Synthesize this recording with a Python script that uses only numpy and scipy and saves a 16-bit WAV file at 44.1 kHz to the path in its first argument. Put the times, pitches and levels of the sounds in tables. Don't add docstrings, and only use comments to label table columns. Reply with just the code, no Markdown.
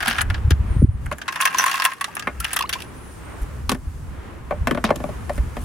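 import sys
import numpy as np
from scipy import signal
from scipy.fft import rfft, irfft
from scipy.io import wavfile
from scipy.ndimage import uniform_filter1d, minimum_filter1d

SR = 44100
rng = np.random.default_rng(int(sys.argv[2]) if len(sys.argv) > 2 else 0)


def unload_wav(signal):
    wavfile.write(
        sys.argv[1],
        SR,
        np.round(np.clip(np.atleast_2d(signal).T, -1, 1) * 32767).astype(np.int16),
    )


N = 248724
TIME = np.arange(N) / SR

# (time [s], body level [dB], clack level [dB], tick level [dB])
DROPS = [(1.28, -23.5, -28, -39), (1.2858, -22.5, -28, -50), (1.3244, -30.5, -34, -40),
         (1.3582, -24.5, -29, -38), (1.4027, -17.5, -29.5, -35), (1.4116, -28, -25, -22),
         (1.4217, -20.5, -21.5, -34), (1.4312, -25, -42, -34), (1.4534, -11.5, -16, -18.5),
         (1.4738, -18.5, -22, -36), (1.5448, -20, -27, -39), (1.5832, -22, -21, -22),
         (1.5955, -16.5, -29, -35), (1.6191, -34, -39, -32), (1.6393, -16, -26, -26),
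         (1.6615, -16.5, -23.5, -22.5), (1.6801, -19, -25.5, -33), (1.6959, -21, -40.5, -32),
         (1.7139, -23, -21.5, -29), (1.7407, -20.5, -29, -33.5), (1.7569, -34, -28, -35),
         (1.798, -19.5, -23.5, -37), (1.8204, -19, -21.5, -35), (1.8411, -23, -30, -27),
         (1.8507, -11, -12.5, -15.5), (1.9176, -25.5, -34.5, -49), (1.9336, -34, -39, -39),
         (2.0107, -19, -26.5, -28.5), (2.0422, -23.5, -23.5, -32), (2.152, -56, -42, -31),
         (2.1673, -24.5, -35, -41), (2.1946, -34, -30, -36.5), (2.2238, -33, -36.5, -56),
         (2.4014, -40, -33, -26), (2.4444, -25.5, -21.5, -30.5), (2.5314, -28.5, -28, -22.5),
         (2.5623, -21.5, -33, -23), (2.5663, -24.5, -22.5, -32), (2.5898, -25.5, -24.5, -28),
         (2.6083, -41, -26.5, -36), (2.6232, -31, -26, -37), (2.6926, -28, -25.5, -28.5),
         (2.7277, -27.5, -23, -33), (2.7343, -34, -22, -32), (2.8029, -45, -36, -44),
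         (2.8203, -50, -33.5, -39.5)]
# (time [s], body level [dB], clack level [dB], tick level [dB])
SHIFTS = [(0.0268, -23.5, -27.5, -35.5), (0.0572, -22.5, -28, -36), (0.0715, -24, -25.5, -39),
          (0.0793, -17.5, -19.5, -23.5), (0.0843, -25, -45, -28.5), (0.11, -21, -23, -47),
          (0.1837, -17.5, -23.5, -36), (0.2082, -21, -23, -36), (0.2152, -24, -33, -22),
          (0.3004, -24.5, -30, -42), (0.3431, -29, -31.5, -52), (0.5059, -24, -24, -30),
          (1.0597, -33.5, -46, -44.5), (1.1242, -33, -36, -42), (1.1829, -38, -46, -41.5),
          (1.2158, -30, -33.5, -47)]
ICE_BANDS_HZ = [700, 2200, 6000, 17000]
# (time [s], body level [dB], clack level [dB])
POUR = [(1.25, -39, -56), (1.32, -34, -42), (1.39, -22.5, -39), (1.44, -52, -32), (1.51, -22.5, -36.5),
        (1.57, -24, -29.5), (1.6, -12, -20.5), (1.68, -19.5, -27.5), (1.76, -17.5, -26.5), (1.83, -28, -31),
        (1.89, -25, -34), (1.97, -39, -49), (2.06, -39, -45), (2.21, -37.5, -51), (2.37, -45, -59),
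        (2.43, -30.5, -43), (2.51, -26.5, -34), (2.6, -42, -59), (2.68, -58, -70), (2.75, -35, -39),
        (2.85, -45, -49)]
# (time [s], body level [dB], clack level [dB])
SCRAPE = [(0, -19, -34.5), (0.05, -26, -41), (0.1, -23, -29), (0.15, -23, -38), (0.2, -26, -37.5),
          (0.24, -38, -70), (0.38, -39, -52)]
# (frequency [Hz], width [Hz], level over the plain contact sound [dB])
MUG = [(1290, 57, 12), (1620, 51, 17.5), (1780, 54, 11.5), (1920, 110, 9.5), (2710, 200, 17.5),
       (3350, 400, 13), (10040, 880, 21.5), (13400, 1900, 13)]
# (time [s], frequency [Hz], width [Hz], level over the plain contact sound [dB])
MUG_HOLLOW = [(1.9, 1072, 36, 22), (2.42, 1330, 45, 18), (2.66, 1100, 45, 13)]
# (frequency [Hz], width [Hz], level over the plain contact sound [dB])
BASKET = [(706, 150, 12), (1260, 98, 10.3), (1437, 59, 18), (1638, 140, 19), (3040, 930, 14.6),
          (9800, 740, 16), (13300, 1900, 6.1)]
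# (time [s], level [dB])
RIM_HITS = [(1.585, -14.5), (1.674, -32)]
# (frequency [Hz], level relative to the hit [dB], 60 dB decay time [s])
RIM_MODES = [(5716, 0, .1), (5918, -1, .13), (6146, -3, .13), (6266, -5, .1), (13030, -6, .06)]
# (time [s], starting frequency [Hz], relative level [dB], 60 dB decay time [s], relative pitch rise [1/s])
PLOPS = [(1.409, 1040, -17, .06, 2), (1.546, 970, -17, .07, 5), (1.596, 990, -15, .06, 6),
         (1.641, 1010, -10, .06, 4), (1.663, 1040, -14, .07, 2), (1.887, 1020, -19, .07, 4),
         (2.080, 800, -33, .16, 10), (2.226, 1620, -26, .07, 1), (2.406, 1340, -25, .1, 2),
         (2.445, 2900, -19, .04, 2), (2.607, 1000, -15, .08, 14), (2.639, 940, -21, .11, 16),
         (2.755, 970, -25, .1, 8)]
# (time [s], thud level [dB], hollow level [dB], clack level [dB], tick level [dB])
KNOCKS = [(1.114, -33, -29, -23, -41), (2.2716, -31.5, -25.5, -18, -40.5),
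          (3.6933, -23.5, -25, -16.5, -17.5), (3.7167, -20, -21.5, -19.5, -24),
          (3.7454, -30.5, -36, -32, -41), (4.5083, -30, -20.5, -26.5, -51), (4.6715, -24.5, -19, -17, -28),
          (4.7096, -18.5, -22, -20, -32), (4.7477, -25.5, -25.5, -29, -42), (4.7733, -28, -22, -26.5, -48),
          (4.8406, -18, -19, -17, -28.5), (4.89, -28, -28, -27, -48), (4.904, -24, -10.5, -19.5, -37.5),
          (4.9572, -34.5, -34, -36, -34), (5.0012, -32, -31, -40, -53), (5.0389, -27.5, -22.5, -34.5, -44),
          (5.089, -40, -29.5, -46, -53), (5.294, -34.5, -23.5, -29.5, -41), (5.3779, -36, -32, -34, -44.5),
          (5.5667, -31, -30.5, -32.5, -43.5)]
KNOCK_BANDS_HZ = [130, 450, 900, 2600, 17000]
# (time [s], body level [dB], clack level [dB])
RUB = [(4.848, -34, -20.5), (4.875, -21, -37), (4.902, -35, -42)]
# (frequency [Hz], width [Hz], level over the plain contact sound [dB])
HOUSING = [(150, 26, 16), (235, 75, 22.2), (374, 98, 8.9), (591, 53, 21.3), (702, 79, 15.8),
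           (1120, 220, 9.6), (1477, 22, 11), (1757, 54, 10.2), (2124, 42, 4.6), (3170, 86, 2.6),
           (10100, 990, 15.4), (13300, 2200, 10.8)]
# (time [s], thud level [dB], hollow level [dB])
RELEASE = (0.075, -23, -32)
# (frequency [Hz], level relative to the blow [dB], 60 dB decay time [s])
PANELS = [(159.6, -7.5, 0.21), (246.4, 4, 0.14), (363.6, -10.5, 0.21), (610, -6, 0.056), (1146, -4.5, 0.04)]
# (time [s], body level [dB], clack level [dB])
GRIPS = [
    [(3.385, -53, -59), (3.42, -52, -47.5), (3.47, -57, -66)],
    [(5.3, -56, -58), (5.345, -54, -45), (5.39, -58, -60)],
    [(5.55, -41, -59), (5.6, -50, -50), (5.64, -43, -43)],
]
# (time [s], frequency [Hz], relative level [dB])
JOLTS = [(0.305, 69, -15), (.456, 73, -11), (.483, 93, -14), (0.511, 316, -17.5), (.521, 98, -12),
         (0.534, 80.6, -11), (0.607, 69.6, -14.5), (0.714, 66, -15.5), (0.764, 240, -26.5),
         (.769, 101, -13.5), (0.804, 70, -11.5), (.822, 358, -18), (0.829, 184, -6.5), (0.844, 95, -4),
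         (.849, 227, -12), (0.894, 82.5, -11), (3.428, 47.7, -20), (3.878, 58.5, -21), (4.62, 66, -16),
         (5.406, 51.4, -15.5)]
# (time [s], level [dB])
SWAY = [(0.0, -37.5), (0.16, -32.5), (0.3, -12), (0.38, -20.5), (0.52, -15), (0.66, -20), (0.85, -4),
        (0.99, -26.5), (1.07, -22), (1.27, -55), (1.95, -72), (2.42, -25), (2.48, -41.5), (3.35, -35.5),
        (3.53, -29), (3.71, -23.5), (3.8, -30.5), (4.19, -28.5), (4.24, -38), (4.55, -30), (4.62, -22.5),
        (4.74, -31), (5.34, -27.5), (5.4, -18.5), (5.56, -32), (5.64, -21)]
# (frequency [Hz], relative level [dB])
SWAY_COLOUR = [(12, -40), (20, -18), (44, -10.5), (70, -4), (93, -12), (211, -26.5), (390, -51),
               (660, -120)]
# (time [s], level [dB])
HISS = [(.78, -57.5), (.88, -66), (1.05, -57.5), (3.55, -54), (4.4, -59.5), (5.1, -52.5)]
# (frequency [Hz], relative level [dB])
HISS_COLOUR = [(3500, -3), (9800, 0), (14500, -7)]
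# (time [s], frequency [Hz], level [dB])
WHISTLES = [
    [(.66, 8800, -66), (.71, 9250, -56), (.77, 8680, -57), (.825, 9800, -49), (.88, 8700, -66),
     (.932, 9600, -61), (.99, 8450, -68)],
    [(2.82, 10600, -55), (2.92, 9200, -64), (3.05, 10050, -53), (3.22, 8450, -63), (3.33, 9080, -58),
     (3.385, 7950, -66)],
    [(4.96, 11400, -64), (5.5, 9500, -65)],
]
# (time [s], level [dB])
HUSH = [(.75, -39), (.88, -48.5), (1.05, -40.5), (1.95, -46), (2.4, -41), (3.6, -40), (3.8, -47),
        (4.3, -41), (5.64, -38.5)]
# (frequency [Hz], relative level [dB])
HUSH_COLOUR = [(100, -12), (320, -14), (700, -22.5), (1050, -20), (1760, -25), (3000, -34), (7000, -55)]

ICE_SIDE, PLASTIC_SIDE, RUMBLE_SIDE = .58, .42, .3
LIMIT_DB, RATIO, RECOVERY_DB_PER_S = -4.5, 1.68, 12.5
TOP_HZ = 16000


def ice_in_mug():
    slides = sliding(POUR, per_s=140, body_db=-9, clack_db=-6.0, tick_db=-14.5)
    rows = list(DROPS) + list(slides)
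    return pan(0.39) * blows(
        rows, ICE_BANDS_HZ, mug_modes, corner_hz=6300, snap_db=12, scatter_s=0.004,
        cabin_db=-9.5, cabin_t60=0.096, side=ICE_SIDE, damping=0.3, own_db=12, rise_s=0.00067)


def mug_modes(s):
    hollow = [curve(MUG_HOLLOW, s, axis=k) for k in range(1, 4)]
    return [hollow] + list(MUG)


def ice_in_basket():
    slides = sliding(SCRAPE, per_s=150, body_db=-9, clack_db=0.5, tick_db=-10.5)
    rows = list(SHIFTS) + list(slides)
    return pan(0.92) * blows(
        rows, ICE_BANDS_HZ, lambda s: BASKET, corner_hz=4870, snap_db=15.5, scatter_s=0.0084,
        cabin_db=-8.5, cabin_t60=0.091, side=ICE_SIDE, damping=0.36, own_db=9.0)


def crunch(crunch_db=-15, grain_db=7):
    noise = coloured([(2500, 0), (15000, -4)], ICE_SIDE)
    grains = unit(noise * undb(grain_db * walk(per_s=800)))
    pouring = (TIME > POUR[0][0]) & (TIME < POUR[-1][0])
    return grains * undb(curve(POUR, axis=2) + crunch_db) * pouring


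def rim():
    out, t = np.zeros((2, N)), np.arange(SR // 4) / SR
    for s, hit_db in RIM_HITS:
        for hz, db, t60 in RIM_MODES:
            phase = rng.uniform(0, 2 * np.pi) + rng.uniform(-1, 1, size=(2, 1))
            decay = undb(hit_db + db - 60 * t / t60)
            add(out, s, decay * np.sin(2 * np.pi * hz * t + phase))
    return out


def plops(swell_s=0.00057, lag=0.87, big_db=2, small_db=-30, small_hz=1900, small_t60=0.016, small_rise=5):
    out, t = np.zeros((2, N)), np.arange(SR // 6) / SR
    burst = np.exp(-(t / .024) ** 4)
    life = (1 - np.exp(-t / swell_s)) * burst
    bubbles = [(s, hz, db + big_db, t60, rise) for s, hz, db, t60, rise in PLOPS]
    for when, fine, force in rng.random(size=(30, 3)):
        level_db = small_db + 10 * (force - .5)
        bubbles.append((2.42 + .38 * when, small_hz * 2.4 ** fine, level_db, small_t60, small_rise))
    for s, hz, db, t60, rise in bubbles:
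        phase = 2 * np.pi * hz * (t + rise * t ** 2 / 2)
        decay = undb(db - 60 * t / t60)
        add(out, s, life * decay * np.sin([phase, phase + lag]))
    return out


def basket_knocks():
    plastic = dict(corner_hz=5100, slope=2.8, snap_db=9.5, scatter_s=0.0063, cabin_db=-13, cabin_t60=0.12,
                   side=PLASTIC_SIDE, damping=0.21, own_db=4)
    rub_rows = sliding(RUB, per_s=150, body_db=-13, clack_db=-8.0, tick_db=-27)
    knocks = blows(KNOCKS, KNOCK_BANDS_HZ, lambda s: HOUSING, size=8192, **plastic)
    rub = blows(rub_rows, ICE_BANDS_HZ, lambda s: HOUSING, **plastic)
    return pan(1.6) * (knocks + rub)


def cabinet(drive_db=-1):
    out, t = np.zeros((2, N)), np.arange(SR // 4) / SR
    for s, thud_db, hollow_db, *_ in [RELEASE] + list(KNOCKS):
        for hz, db, t60 in PANELS:
            blow_db = thud_db if hz < KNOCK_BANDS_HZ[1] else hollow_db
            turns = hz * t * (1 + .03 * rng.standard_normal())
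            swell = 1 - np.exp(-turns ** 2)
            decay = undb(blow_db + drive_db + db - 60 * t / t60)
            add(out, s, swell * decay * np.sin(2 * np.pi * turns))
    return pan(3) * out


def grip():
    rows = []
    for stroke in GRIPS:
        rows.extend(sliding(stroke, per_s=160, body_db=-12, clack_db=-9, tick_db=-3.0))
    return blows(
        rows, ICE_BANDS_HZ, lambda s: BASKET, corner_hz=12000, snap_db=10, scatter_s=0.0046,
        cabin_db=-14, cabin_t60=.08, side=PLASTIC_SIDE, damping=.2, own_db=13)


def handling(cycles=0.57, jolt_db=5.5, sway_db=-3):
    rumble = coloured(SWAY_COLOUR, side=RUMBLE_SIDE)
    power = uniform_filter1d(np.mean(rumble ** 2, axis=0), SR // 14)
    out = rumble / np.sqrt(power) * undb(np.minimum(curve(SWAY), -21) + sway_db)
    for s, hz, db in JOLTS:
        near = np.abs(TIME - s) < .1
        turns = (TIME[near] - s) * hz
        skew = rng.uniform(-.4, .4, size=(2, 1))
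        bell = np.exp(-(turns / cycles) ** 2)
        out[:, near] += undb(db + jolt_db) * bell * np.sin(2 * np.pi * turns + skew)
    return out


def hiss(wobble_hz=45, flicker_db=3):
    out = coloured(HISS_COLOUR, side=.82) * undb(curve(HISS) + walk(per_s=20))
    for rows in WHISTLES:
        hz = uniform_filter1d(curve(rows), size=SR // 35) + wobble_hz * walk(per_s=400)
        phase = 2 * np.pi * np.cumsum(hz) / SR
        sounding = (TIME > rows[0][0]) & (TIME < rows[-1][0])
        level = undb(curve(rows, axis=2) + flicker_db * walk(per_s=90))
        out += np.sqrt(2) * sounding * level * np.sin(phase)
    return out


def hush(waver_db=2.0, hum_hz=75, hum_db=-55):
    waver = walk(per_s=7)
    hum = undb(hum_db + 2 * waver) * np.sin(2 * np.pi * hum_hz * TIME)
    return coloured(HUSH_COLOUR, side=0.75) * undb(curve(HUSH) + waver_db * waver) + hum


def sliding(rows, per_s, body_db, clack_db, tick_db):
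    start, end = rows[0][0], rows[-1][0]
    count = int((end - start) * per_s)
    place, force, hardness = rng.random((count, 3)).T
    s = start + (np.arange(count) + place) / per_s
    force_db, hard_db = 7 * (force - .5), 10 * (hardness - .5)
    low = curve(rows, s) + force_db
    high = curve(rows, s, axis=2) + force_db
    return np.transpose([s, low + body_db, high + clack_db, high + tick_db + hard_db])


def blows(rows, edges, modes_at, corner_hz, snap_db, scatter_s, cabin_db, cabin_t60, side, damping, own_db,
          slope=1, rise_s=0.0003, size=4096):
    out, t = np.zeros((2, N)), np.arange(size) / SR
    pairs = np.transpose([edges[:-1], edges[1:]])
    impulse = signal.unit_impulse(size)
    filters = [signal.butter(3, pair, "band", fs=SR, output="sos") for pair in pairs]
    bands = np.array([rfft(signal.sosfilt(sos, impulse)) for sos in filters])[:, None]
    height = np.sqrt(pairs.prod(axis=1))[:, None, None] / 1500
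    age = t * height ** damping
    width = side * height ** .2
    spray, tail = np.exp(-age / scatter_s), undb(cabin_db - 60 * age / cabin_t60)
    fade = (1 - np.exp(-t / rise_s)) * (spray + tail)
    attack = SR // 100
    for s, *levels in rows:
        mid, diff = rng.standard_normal((2, size))
        contact = fade * (mid + width * diff * np.array([[1], [-1]]))
        contact *= undb(3.5 * np.repeat(rng.standard_normal(size // 32), 32))
        contact[..., 0] += undb(snap_db)
        own = [(hz, hz / 40 * (1 + hz / 5000), own_db) for hz in 1300 * 11 ** rng.random(size=8)]
        response = body(list(modes_at(s)) + own, corner_hz, slope, size)
        parts = irfft(rfft(contact) * response * bands)
        gains = undb(levels) / parts[..., :attack].std(axis=(1, 2))
        add(out, s, np.tensordot(gains, parts, 1))
    return out


def body(modes, corner_hz, slope, size):
    f = np.arange(size // 2 + 1) * SR / size
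    hz, width, db = np.transpose(modes)[:, :, None]
    hz = hz * (1 + .012 * rng.standard_normal(hz.shape))
    db = db + 2.1 * rng.standard_normal(hz.shape)
    peaks = np.sum(undb(db) ** 2 / (1 + (2 * (f - hz) / width) ** 2), axis=0)
    power = (1 + peaks) / (1 + (f / corner_hz) ** 2) ** slope
    cepstrum = irfft(np.log(power) / 2)
    cepstrum[1:size // 2] *= 2
    cepstrum[size // 2 + 1:] = 0
    return np.exp(rfft(cepstrum))


def coloured(points, side):
    return tint(stereo_noise(N, side), points)


def stereo_noise(size, side):
    mid, diff = rng.standard_normal((2, size))
    return np.array([mid + side * diff, mid - side * diff]) / np.sqrt(1 + side ** 2)


def tint(x, points):
    hz, db = np.transpose(points)
    f = np.arange(N // 2 + 1) * SR / N + 1
    skirts = 1 / np.sqrt(1 + (hz[0] / f) ** 6 + (f / hz[-1]) ** 6)
    shape = undb(np.interp(np.log(f), np.log(hz), db))
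    return unit(irfft(rfft(x) * skirts * shape, N))


def walk(per_s):
    steps = rng.standard_normal(int(TIME[-1] * per_s) + 2)
    return np.interp(TIME * per_s, np.arange(len(steps)), steps)


def curve(rows, at=TIME, axis=1):
    rows = np.asarray(rows)
    return np.interp(at, rows[:, 0], rows[:, axis])


def undb(db):
    return 10 ** (np.asarray(db) / 20)


def unit(x):
    return x / np.sqrt(np.mean(x ** 2))


def pan(db):
    return undb(np.array([[db], [-db]]) / 2)


def add(out, s, sound):
    i = int(np.clip(s * SR, 0, N - 1))
    out[:, i:i + sound.shape[-1]] += sound[..., :N - i]


def scene():
    ice = ice_in_mug() + ice_in_basket() + crunch() + rim() + plops()
    plastic = basket_knocks() + cabinet() + grip()
    return ice + plastic + handling() + hiss() + hush()


def gain_control(x):
    peak_db = 20 * np.log10(np.abs(x).max(axis=0) + 1e-9)
    over_db = np.maximum(peak_db - LIMIT_DB, 0)
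    recovered = RECOVERY_DB_PER_S * TIME
    cut_db = np.maximum.accumulate(over_db * (1 - 1 / RATIO) + recovered) - recovered
    held = minimum_filter1d(undb(-cut_db), size=SR // 300)
    return x * uniform_filter1d(held, size=SR // 300)


def record(dry):
    clipped = np.clip(gain_control(dry), -1, 1)
    low_pass = signal.ellip(8, .2, 70, TOP_HZ, fs=SR, output="sos")
    return signal.sosfilt(low_pass, clipped)


dry = scene()
out = record(dry)
unload_wav(out)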